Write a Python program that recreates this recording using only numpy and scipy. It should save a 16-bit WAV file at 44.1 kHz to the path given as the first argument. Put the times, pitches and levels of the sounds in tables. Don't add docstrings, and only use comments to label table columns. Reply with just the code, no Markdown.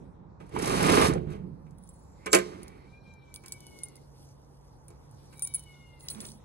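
import sys
import numpy as np
from scipy import signal
from scipy.fft import rfft, irfft
from scipy.io import wavfile
from scipy.ndimage import map_coordinates

SR = 44100
rng = np.random.default_rng(int(sys.argv[2]) if len(sys.argv) > 2 else 0)


def store_pcm(level_fs):
    pcm = np.round(np.clip(level_fs, -1, 1) * 32767).astype(np.int16)
    wavfile.write(sys.argv[1], SR, np.atleast_2d(pcm).T)


def invert_db(level):
    return 10 ** (np.asarray(level, dtype=float) / 20)


N = 284004
HZ = np.fft.rfftfreq(N, 1 / SR) + 1e-3

# time in seconds, force as boom level in dB, sliding grit above boom in dB.
SHAKE = [
    [(0.41, -50.5, -8.5), (0.45, -52.5, -12), (0.506, -62, -2), (0.548, -34, -13), (0.648, -31, -3),
     (0.8, -27.5, -2.5), (0.9, -22, -3), (1.04, -22.5, -1.5), (1.1, -25.5, -10), (1.248, -37.5, -26.5),
     (1.324, -42, -9), (1.5, -47, -34.5), (1.75, -74, -26.5)],
    [(2.42, -38.5, -11.5), (2.95, -62, -11.5)],
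    [(6.05, -64, -1.5), (6.252, -49, -5.5), (6.4, -71, -36)],
]
# pitch in Hz, level in dB per Hz.
SCRAPE_COLOUR = [(24, -48.5), (40, -33.5), (79, -12.5), (166, -5), (284, -2.5), (421, 0), (776, -14.5),
                 (2400, -24), (3380, -27.5), (3820, -27.5), (9460, -30.5), (12200, -36.5), (12800, -34),
                 (13300, -66)]
# pitch in Hz, level in dB, time to fade by 60 dB in seconds.
HOOK_MODES = [(3780, -30.5, .06), (5960, -26, 0.084), (7500, -16.5, 0.059), (9300, -13, 0.017),
              (9320, -9.5, .08), (9765, -13.5, 0.029), (10200, -10, 0.025), (10200, -8, 0.05),
              (11400, -28.5, .04), (15600, -22, .08)]
KNOCK_DB = [-11.5, -8.5, -11, -37.5, -2.5]


def rms_one(x):
    return x / np.sqrt(np.mean(x ** 2) + 1e-20)


def in_time(tables, fade_s=0.0094):
    s, *columns = np.concatenate(tables).T
    t = np.arange(N) / SR
    gate = 0
    for rows in tables:
        start, end = rows[0][0], rows[-1][0]
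        gate = gate + np.interp(t, [start - fade_s, start, end, end + fade_s], [0, 1, 1, 0])
    return [gate] + [np.interp(t, s, column) for column in columns]


def at_hz(points):
    hz, value = np.array(points).T
    return np.interp(np.log(HZ), np.log(hz + 1e-3), value)


def colour(x, spectrum):
    return rms_one(irfft(rfft(x) * invert_db(at_hz(spectrum)), N))


def band(x, low_hz, high_hz):
    return signal.sosfilt(signal.butter(3, [low_hz, high_hz], "band", fs=SR, output="sos"), x)


def drift(rate):
    points = rng.standard_normal(int(N / SR * rate) + 3)
    return map_coordinates(points, [np.arange(N) / SR * rate], order=3)


def ring(clicks, hz, t60):
    r, w = invert_db(-60 / (t60 * SR)), 2 * np.pi * hz / SR
    return signal.lfilter([0, np.sin(w)], [1, -2 * r * np.cos(w), r * r], clicks + 1e-18)


def grains(per_s, spread_db):
    sizes = invert_db(spread_db * np.minimum(rng.exponential(1, N), 4)) * rng.standard_normal(N)
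    return sizes * (rng.random(N) < per_s / SR)


def dying(at_s, db, t60, rise_s):
    t = np.arange(int(1.3 * t60 * SR)) / SR
    out = np.zeros(N + len(t))
    for s, height in zip(at_s, invert_db(db)):
        out[round(s * SR):][:len(t)] += height * (1 - np.exp(-t / rise_s)) * invert_db(-60 * t / t60)
    return out[:N]


def bells(x, rows):
    return sum(height * np.exp(-.5 * ((x - centre) / half) ** 2) for centre, half, height in rows)


def swells(rows):
    t = np.arange(0, N + 100, 100) / SR
    return np.interp(np.arange(N) / SR, t, bells(t, [(s, half_s, invert_db(db)) for s, db, half_s in rows]))


def shaken(table):
    gate, db = in_time([table], fade_s=0.046)
    return gate * invert_db(db)


def ports(x, phase, balance_db, echo_db, echo_s):
    t = np.arange(int(echo_s * SR)) / SR
    scatter = rng.standard_normal((2, len(t))) * invert_db(-40 * t / echo_s)
    scatter *= invert_db(echo_db) / np.sqrt(np.sum(scatter ** 2, axis=1, keepdims=True))
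    left = np.exp(1j * phase) * invert_db(balance_db / 2)
    right = np.ones(len(HZ)) * invert_db(-balance_db / 2)
    direct = np.array([left, right])
    return irfft(rfft(x) * (direct + rfft(scatter, N) * np.abs(direct)), N)


def drag():
    # pitch in Hz, width in Hz, level in dB.
    wall_modes = [(169, 540, -1), (460, 70, -3), (1248, 46, -9.5), (2200, 170, -24.5)]
    gate, boom_db, scrape_db = in_time(SHAKE, fade_s=0.016)
    at_rest = np.arange(N) / SR > 2.0
    rumble_db = -9 - .25 * scrape_db - 7.5 * at_rest
    body_db = 0.17 * scrape_db - 1.5
    hiss_db = np.clip(-4.5 + 1.74 * scrape_db, -41, -12)
    layers = [(55, 160, rumble_db), (160, 700, body_db), (700, 3200, scrape_db), (3200, 14000, hiss_db)]
    out = 0
    for low, high, db in layers:
        grit = grains(5000, spread_db=0.5) * invert_db(1.4 * drift(90))
        walls = sum(invert_db(wall_db) * rms_one(ring(grit, hz, 0.96 / width)) for hz, width, wall_db in wall_modes)
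        roar = colour(grit, SCRAPE_COLOUR) + invert_db(-20.0) * walls
        out = out + invert_db(db) * rms_one(band(roar, low, high))
    return gate * invert_db(boom_db) * out


def snags():
    # time in seconds, peak level in dB.
    catches = [(0.4044, -71), (0.4637, -62), (0.492, -55), (0.54, -53), (0.5884, -32), (0.623, -27),
               (0.6577, -28.5), (0.677, -27), (0.6954, -29.5), (0.7256, -35.5), (0.827, -22), (1.074, -28),
               (1.082, -29), (1.302, -69), (1.3272, -69)]
    s, db = np.transpose(catches)
    scratch = rms_one(band(colour(rng.standard_normal(N), SCRAPE_COLOUR), 5100, 14000))
    return scratch * dying(s, db - 6, 0.041, rise_s=.0004)


def panel(level, hz, width_hz):
    return level * rms_one(ring(rng.standard_normal(N), hz, 1.6 / width_hz))


def side_panel():
    # time in seconds, level in dB, time to fade by 60 dB in seconds.
    panel_knocks = [
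        (0.0, -45, 0.78),
        (0.17, -50.5, 0.92),
        (2.344, -42.5, 0.45),
        (2.46, -53, 4),
    ]
    release_db_per_s, drive_db, max_db = 29.5, -7.5, -34
    gate, force_db, _ = in_time(SHAKE[:1])
    fall_db = release_db_per_s * np.arange(N) / SR
    push_db = np.minimum(force_db + drive_db, max_db) - 100 * (gate < 1)
    level = invert_db(np.maximum.accumulate(push_db + fall_db) - fall_db)
    for s, db, t60 in panel_knocks:
        level = level + dying([s], np.array([db]), t60, rise_s=0.015)
    return panel(level, 181.5, 29)


def lid():
    # time in seconds, level in dB.
    lid_shakes = [
        (6.08, -69),
        (6.164, -47),
        (6.36, -55.5),
    ]
    return panel(shaken(lid_shakes), 213.7, 6.1)


def mesh():
    # time in seconds, level in dB.
    shivers = [
        (2.43, -51),
        (2.46, -63.5),
        (2.86, -70.5),
    ]
    creeps = [
        (2.12, -96),
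        (2.2, -72),
        (2.25, -62),
    ]
    return panel(shaken(shivers) + shaken(creeps), 2100, 230)


def door():
    # time in seconds, peak level in dB, treble above peak in dB, bass above peak in dB.
    blows = [(0.402, -38, -24, -5), (0.563, -22, -31, -24), (1.155, -46, -29.5, 29),
             (1.304, -41.5, -14, -10), (1.334, -40.5, -22, 2.5), (1.665, -50, -20, -9),
             (1.708, -58.5, -1, -2), (2.2605, -22, -11.5, -6), (2.2645, -21.5, -18, -2.5),
             (2.322, -36, -4, 10), (2.3295, -12.5, 1, -2), (2.332, -3, -27, -14.5), (2.3365, -18, -3, -3),
             (2.341, -26, -14, 3.5), (2.347, -14, 2.5, 4), (2.354, -20, -7, -3), (2.3625, -24, -2, -13),
             (2.371, -32, -4, -6), (2.386, -20, -9, -2), (3.437, -38.5, -14, -11), (3.46, -44.5, 2, -9),
             (3.522, -43.5, 0, -6.5), (4.287, -61.5, 3, -9.5), (4.882, -52.5, -3.5, -6),
             (4.903, -49, -3.5, 6), (5.327, -41, -14, -23), (6.084, -52, 18, -33), (6.203, -49, 8, 4),
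             (6.25, -58, 15.5, 2)]
    # pitch in Hz, level in dB, time to fade by 60 dB in seconds.
    door_modes = [(192, 2, 0.5), (357, 5, 0.54), (430, 5, 0.25), (533.2, 1, 0.27), (742, -8, 0.2),
                  (1049, -1.5, 0.23), (1244, -5, 0.2), (1553, -3.5, 0.18), (1623, -8, 0.26),
                  (1976, -19, 0.068), (2266, -2, 0.17), (2310, -20.5, 0.2), (2782, -25, 0.043),
                  (3360, -22, 0.21), (4040, -23, 0.71), (4270, -26, 0.33), (5350, -16.5, 0.62),
                  (6700, -16.5, 0.19), (7250, -22.5, 0.32), (8200, -24.5, 0.083), (8700, -17.5, 0.12)]
    s, db, treble_db, bass_db = np.transpose(blows)
    white = rng.standard_normal((3, N))
    out = rms_one(band(white[0], 920, 2700)) * dying(s, db - 15.0, 0.09, rise_s=0.0036)
    out += rms_one(band(white[1], 4200, 12000)) * dying(s, db + treble_db - 6.0, 0.033, rise_s=0.00032)
    out += rms_one(band(white[2], 2300, 7500)) * dying(s, db + treble_db - 42.5, 0.52, rise_s=0.0049)
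    out += rms_one(band(white[1], 300, 640)) * dying(s, db + bass_db - 10.0, 0.1, rise_s=0.00096)
    out += rms_one(band(white[0], 6700, 8300)) * dying(s, db + treble_db - 10.5, 0.042, rise_s=0.0003)
    luck = rng.normal(0, 1, (len(s), len(door_modes)))
    for k, (hz, mode_db, mode_t60) in enumerate(door_modes):
        clicks = np.zeros(N)
        share_db = bass_db if hz < 800 else (treble_db - 8.5) * (hz > 4000)
        clicks[np.round(s * SR).astype(int)] = invert_db(db + share_db + mode_db - 22.5 + luck[:, k])
        out += ring(clicks, hz, min(0.92 * mode_t60, .4))
    pop = np.sin(2 * np.pi * 922 * np.arange(N) / SR) * dying([.5635], np.array([-12]), 0.016, rise_s=0.0014)
    return band(out + pop, 150, 16000)


def snaps(tables, knocks_db):
    # pitch in Hz, level in dB per Hz.
    crack_colour = [(3240, -22), (5500, -7), (7590, -4.5), (8130, -9.5), (8830, -0.5), (10200, -5),
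                    (12200, -8), (13200, -13.5), (14800, -13.5), (15600, -6.5), (16300, -11.5),
                    (16600, -42)]
    # start in seconds, end in seconds.
    free_spans = [(5.38, 5.43), (5.46, 5.48), (5.54, 5.57)]
    free_t60, held_t60 = .45, .035
    touches = []
    for rows, knock in zip(tables, knocks_db):
        touches += [tuple(row) + (knock,) for row in rows]
    s, db, hz, ring_db, knock_db = np.transpose(sorted(touches))
    knock_db = knock_db - .25 * (ring_db + 14)
    bright = colour(rng.standard_normal(N), crack_colour)
    out = bright * (dying(s, db - 5.5, 0.0092, rise_s=0.00019) + dying(s, db - 30.0, 0.058, rise_s=0.0022))
    dull = rms_one(band(rng.standard_normal(N), 3400, 6300))
    out += dull * dying(s, db + knock_db, 0.014, rise_s=.0002)
    modes = np.array(HOOK_MODES)
    luck = rng.normal(0, 1, (len(s), 2, len(modes), 1))
    t = np.arange(int(.2 * SR)) / SR
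    rings = np.zeros(N + len(t))
    for k, free_s in enumerate(np.diff(s, append=9)):
        shifted_hz = modes[:, :1] * (1 + 0.025 * luck[k, 0])
        fading = invert_db(modes[:, 1:2] + 4.0 * luck[k, 1] - 80 * t / modes[:, 2:])
        others = np.sum(fading * np.sin(2 * np.pi * shifted_hz * t), axis=0)
        t60 = free_t60 if any(a < s[k] < b for a, b in free_spans) else held_t60
        tones = invert_db(-60 * t / t60) * np.sin(2 * np.pi * hz[k] * t) + others
        damped = invert_db(db[k] + ring_db[k] - 1900 * np.maximum(t - free_s, 0))
        rings[round(s[k] * SR):][:len(t)] += damped * tones * (1 - np.exp(-t / .0004))
    return out + rings[:N]


def latch():
    # time in seconds, peak level in dB, ring pitch in Hz, ring above peak in dB.
    cracks = [
        (1.1362, -25.5, 9400, -12),
        (2.2596, -31.5, 7920, -24.5),
        (2.3305, -2, 7500, -10.5),
        (2.35, -16, 7400, -16.5),
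    ]
    return band(snaps([cracks], KNOCK_DB[:1]), 4200, 8700)


def bolt():
    # time in seconds, level in dB.
    slides = [
        [(1.95, -74), (1.966, -73.5), (2.25, -73.5)],
        [(2.295, -69.5), (2.319, -42.5), (2.325, -31.5)],
    ]
    gate, db = in_time(slides, fade_s=0.0036)
    return gate * invert_db(db) * rms_one(ring(grains(7500, spread_db=-1.5), 7200, 0.011))


def lead_hooks():
    # time in seconds, peak level in dB, ring pitch in Hz, ring above peak in dB.
    pick_up = [(1.784, -54.5, 10030, -6), (1.837, -52.5, 10100, -1.5), (1.8746, -51, 10200, -13),
               (1.89, -46.5, 10800, -0.5), (1.941, -54, 10600, -5), (2.6311, -36, 9700, -12),
               (2.6807, -38.5, 9350, -21), (3.1378, -52.5, 10060, -28)]
    untangle = [(3.341, -29, 10640, -19), (3.36, -31.5, 11400, -29), (3.437, -48, 8200, -18),
                (3.46, -35, 9600, -19), (3.482, -32, 8800, -26), (3.5219, -22.5, 7820, -11),
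                (3.5374, -43, 8550, -8), (3.605, -37, 9100, -18), (3.641, -55, 9170, -29),
                (3.667, -38, 9700, -15), (3.788, -37, 9400, -18), (3.834, -29, 8830, 0.5),
                (3.8549, -46.5, 9000, 0), (3.8846, -42, 10300, -9), (3.956, -42, 10100, -8),
                (3.966, -43.5, 9800, -19), (4.016, -58.5, 10230, -17.5)]
    swing = [(4.882, -41, 8950, -8), (5.1113, -47, 9360, -18), (5.338, -52.5, 10200, -9),
             (5.3737, -47, 8420, -19), (5.38, -44, 10300, -17), (5.394, -27, 9320, -26.5),
             (5.422, -18, 9320, -9.5), (5.4486, -30.5, 9680, 2), (5.473, -26.5, 9300, -14),
             (5.4752, -33, 10200, -22), (5.538, -38, 10200, -6), (5.5389, -30, 9640, 0),
             (5.5448, -31, 10110, 6.5), (5.549, -35, 9030, 5), (5.5546, -38.5, 10200, 5),
             (5.5615, -50, 9120, 0), (5.594, -35, 10200, -6), (5.637, -45, 9550, -11)]
    gather = [(6.007, -49, 9600, -26), (6.06, -61, 10280, -11), (6.085, -27.5, 6700, -28),
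              (6.098, -43, 9400, -11), (6.102, -32.5, 9770, -7), (6.148, -42, 7000, -20),
              (6.204, -31.5, 7750, -12), (6.218, -42, 8960, -3.5), (6.252, -37, 8860, -27),
              (6.288, -41, 9700, -11.5), (6.302, -44, 9300, -13), (6.318, -44, 9000, -10)]
    return snaps([pick_up, untangle, swing, gather], KNOCK_DB[1:])


def jingle():
    # time in seconds, level in dB.
    chatter = [
        [(1.78, -75), (1.902, -64), (2.05, -75)],
        [(3.35, -48), (3.38, -65), (3.45, -76), (3.49, -53), (3.53, -68), (3.58, -65)],
        [(5.33, -67), (5.42, -63), (5.43, -34), (5.455, -47), (5.49, -51.5), (5.535, -68), (5.55, -39),
         (5.58, -51), (5.64, -65)],
        [(6.0, -56), (6.09, -56), (6.104, -36), (6.135, -46), (6.2, -70), (6.21, -44.5), (6.285, -45.5),
         (6.33, -62.5), (6.4, -70.5)],
    ]
    link_scales = [1, .9, .42]
    gate, db = in_time(chatter)
    modes = []
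    for k, scale in enumerate(link_scales):
        modes += [(scale * hz, mode_db - 5.1 * k, t60) for hz, mode_db, t60 in HOOK_MODES[2:8]]
    touches = grains(2200, spread_db=1.5) * invert_db(2.5 * drift(60))
    dealt = rng.integers(0, len(modes), N)
    rings = 0
    for k, (hz, mode_db, t60) in enumerate(modes):
        rings = rings + invert_db(mode_db) * ring(touches * (dealt == k), hz, 0.53 * t60)
    smallest_spring = invert_db(-3) * rms_one(ring(touches, 15700, 0.043))
    return gate * invert_db(db - 4.5) * (rms_one(rings) + smallest_spring)


def rustle():
    # time in seconds, level in dB, half length in seconds.
    moves = [(2.05, -78, 0.45), (2.7, -82.5, 0.39), (3.52, -71.5, 0.12), (3.75, -64, 0.16),
             (4.23, -67.5, 0.057), (4.5, -72, 0.43), (5.15, -82.5, 0.14), (5.5, -66.5, 0.24),
             (5.75, -77, 0.27), (6.24, -60.5, 0.086)]
    # pitch in Hz, level in dB per Hz.
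    cloth_colour = [(1470, -45.5), (2500, -10), (3320, -7.5), (3800, -10.5), (6210, 2), (7340, -10.5),
                    (9550, -9.5), (12500, -11), (13300, -35.5), (16000, -42), (17000, -90)]
    fine = colour(grains(8000, spread_db=-0.5), cloth_colour)
    parts = 0
    for low, high in [(2200, 5000), (5000, 8000), (8000, 16200)]:
        parts = parts + invert_db(1.6 * drift(35)) * band(fine, low, high)
    return swells(moves) * parts


def dog():
    # time in seconds, pitch in Hz, effort in dB.
    whines = [
        [(2.64, 760, -72), (2.85, 763, -67.5), (2.975, 801, -58), (3.1, 793.5, -60), (3.33, 769.5, -61.5),
         (3.55, 756, -57.5), (3.77, 726.5, -58.5), (3.88, 713, -60.5), (4.0, 696, -70)],
        [(5.35, 770.4, -65), (5.5, 762, -59), (5.6, 752.3, -57.5), (5.72, 726, -57.5), (5.96, 702, -57),
         (6.07, 671, -59), (6.2, 620, -86)],
    ]
    # pitch in Hz, level in dB.
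    throats = [
        [(1430, -21), (1520, -23), (1620, -14), (2300, 0), (2740, -20), (2880, -13), (2980, -9), (3060, -22),
         (3200, -30), (3640, -36), (3950, -16), (4700, -40), (5600, -26)],
        [(1430, -25), (1620, -26), (2300, 0), (2800, -13), (2980, -9), (3060, -18), (3500, -30), (3800, -9),
         (4700, -40), (5600, -36)],
    ]
    # time in seconds, half length in seconds, change in dB.
    voice_breaks = [(3.42, .016, -18), (3.497, .004, -14), (3.6, .02, -8), (3.71, .006, -10),
                    (5.44, .006, -10)]
    # time in seconds, half length in seconds, change in dB.
    main_dips = [(2.836, .006, -12), (2.866, .005, -12), (2.905, .015, -9), (3.02, .02, -14),
                 (3.115, .025, 5), (3.15, .007, -8), (3.214, .007, -15), (3.256, .01, -10),
                 (3.303, .007, -13), (3.348, .012, -6), (3.384, .012, 3), (3.66, .04, -8),
                 (5.34, .012, -10), (5.432, .008, -16), (5.53, .008, -8), (5.635, .022, -13),
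                 (5.685, .005, -8), (5.79, .012, -6), (5.87, .01, -7), (6.01, .01, -8)]
    # pitch in Hz, half width in Hz, change in dB.
    kennel_nulls = [(2224, 8, -10), (2251, 9, -14), (2328, 14, -11), (2432, 16, -15)]
    partials = [2, 3, 4, 5, 7]
    hoarse_from_s = [3.87, 6.12]
    open_s = [3.04, 5.43]
    gate, pitch, effort_db = in_time(whines, fade_s=0.053)
    t = np.arange(N) / SR
    effort_db = effort_db + bells(t, voice_breaks)
    second_whine = t > whines[1][0][0] - .5
    hoarse = np.clip((t - np.where(second_whine, hoarse_from_s[1], hoarse_from_s[0])) / .05, 0, 1)
    mouth_shut = t < np.where(second_whine, open_s[1], open_s[0])
    turn = 2 * np.pi * np.cumsum(pitch * (1 + .0018 * drift(60))) / SR
    out = invert_db(-83 + 2 * drift(8)) * rms_one(ring(rng.standard_normal(N), 4250, .008))
    for k in partials:
        first, second = [np.interp(k * pitch, *np.transpose(throat)) for throat in throats]
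        db = effort_db + np.where(second_whine, second, first)
        flicker_db = 2.5
        if k == 3:
            db = db + bells(3 * pitch, kennel_nulls) * second_whine + bells(t, main_dips)
            flicker_db = 1.5
        if k == 4:
            db = db - 14 * mouth_shut
        if k > 4:
            blur = drift(160)
        else:
            blur = (1 - hoarse) * (1 + .08 * k * drift(90)) + hoarse * drift(200)
        out = out + np.sqrt(2) * invert_db(db + flicker_db * drift(18)) * blur * np.sin(k * turn)
    return gate * out


def car():
    # time in seconds, level in dB.
    passes = [
        [(0.0, -50), (0.124, -64), (0.3, -65)],
        [(3.3, -71.5), (3.77, -57), (4.4, -72.5)],
    ]
    gate, db = in_time(passes, fade_s=0.15)
    return gate * invert_db(db) * rms_one(band(rng.standard_normal((2, N)), 160, 510))


def night():
    # pitch in Hz, level in dB per Hz.
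    traffic_colour = [(15, -59.5), (25, -38.5), (48, -0.5), (114, -4), (144, -7), (168, -9), (225, -13.5),
                      (252, -13.5), (444, -16.5), (489, -14.5), (680, -21.5), (876, -16.5), (2600, -47),
                      (3380, -74.5), (5720, -120)]
    # pitch in Hz, likeness of left and right from 0 to 1.
    likeness = [(60, 0.82), (250, 0.6), (600, 0.066), (5000, .1), (9000, 0.58)]
    alike = np.clip(at_hz(likeness), 0, 1)
    mid, side = rfft(rng.standard_normal((2, N))) * invert_db(at_hz(traffic_colour))
    lag = np.exp(-2j * np.pi * np.minimum(HZ, 300) * 18 / SR)
    left = (np.sqrt(1 + alike) * mid + np.sqrt(1 - alike) * side) * lag
    right = np.sqrt(1 + alike) * mid - np.sqrt(1 - alike) * side
    traffic = rms_one(irfft(np.array([left, right]), N))
    traffic = traffic * invert_db(-54.5 + drift(3.3)) * invert_db(np.array([[-.7], [.7]]))
    since = np.arange(N) / SR - 2.8
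    hz, db = 135.4 + 2.5 * since, -61 + 1 * since
    motor = np.sqrt(2) * invert_db(db + drift(1.96)) * np.sin(2 * np.pi * np.cumsum(hz) / SR)
    hum = np.clip(10 * since, 0, 1) * motor
    return traffic + hum * invert_db(np.array([[-1.2], [1.2]]))


def self_noise():
    # time in seconds, level in dB.
    hiss_levels = [(0, -77.5), (0.35, -89), (1.4, -96), (1.75, -80.5), (2.3, -79.5), (4.0, -75), (4.3, -87),
                   (5.2, -77), (6.44, -76)]
    # pitch in Hz, level in dB per Hz.
    hiss_colour = [(1180, -32.5), (2000, -10), (2770, -18), (3500, -10.5), (4810, -10.5), (12700, -27.5),
                   (13300, -55), (22000, -120)]
    _, db = in_time([hiss_levels])
    white = np.array([colour(w, hiss_colour) for w in rng.standard_normal((2, N))])
    edges = np.geomspace(900, 16500, 9)
    out = 0
    for low, high in zip(edges, edges[1:]):
        flutter_db = 7.7 * np.minimum(drift(16), .8) + 1.4 * np.minimum(drift(4), .8)
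        out = out + invert_db(flutter_db) * band(white, low, high)
    return invert_db(db) * out


def kennel_box():
    # pitch in Hz, phase in radians.
    box_phase = [(0, 0), (860, -3.3), (1890, -4.7), (3450, -9.9), (3880, -12.0), (4390, -12.9),
                 (5000, -15.8), (5770, -15.2), (6460, -13.4), (7320, -14.9), (8440, -12.8), (11600, -12.4),
                 (12500, -9.5), (16700, -9.3)]
    # pitch in Hz, left minus right in dB.
    box_balance = [(60, -3.5), (110, -4), (200, -6.5), (380, -8.5), (700, -7), (1290, -9), (2380, -2.5),
                   (4400, -8.5), (8120, -2), (15000, 2.5)]
    # pitch in Hz, level in dB.
    far_end = [(60, -8.5), (200, -15), (700, -7), (1500, -5.5), (3000, -0.5), (5500, 0), (8000, -11)]
    phase = np.interp(HZ, *np.transpose(box_phase))
    sheets = side_panel() + lid() + mesh()
    metal = drag() + snags() + sheets + door() + bolt() + latch()
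    out = ports(metal, phase, at_hz(box_balance), echo_db=-9.0, echo_s=.08)
    out[0] += irfft(rfft(drag() + door()) * invert_db(at_hz(far_end)), N)
    return out


def scene():
    ahead = 2 * np.pi * HZ * 4.58 / SR
    hooks = ports(lead_hooks() + jingle() + rustle(), ahead, -.8, echo_db=-10, echo_s=.025)
    whine = ports(dog(), 0 * HZ, 4.5, echo_db=-14, echo_s=.1)
    return kennel_box() + hooks + whine + car() + night()


def band_limit(x):
    return signal.sosfilt(signal.butter(12, 17160, fs=SR, output="sos"), x)


def record(dry):
    rounded = 1.6 * np.tanh((dry + self_noise()) / 1.6)
    top_cut = signal.cheby2(10, 60, 17000, fs=SR, output="sos")
    return band_limit(signal.sosfilt(top_cut, rounded))


dry = scene()
out = record(dry)
store_pcm(out)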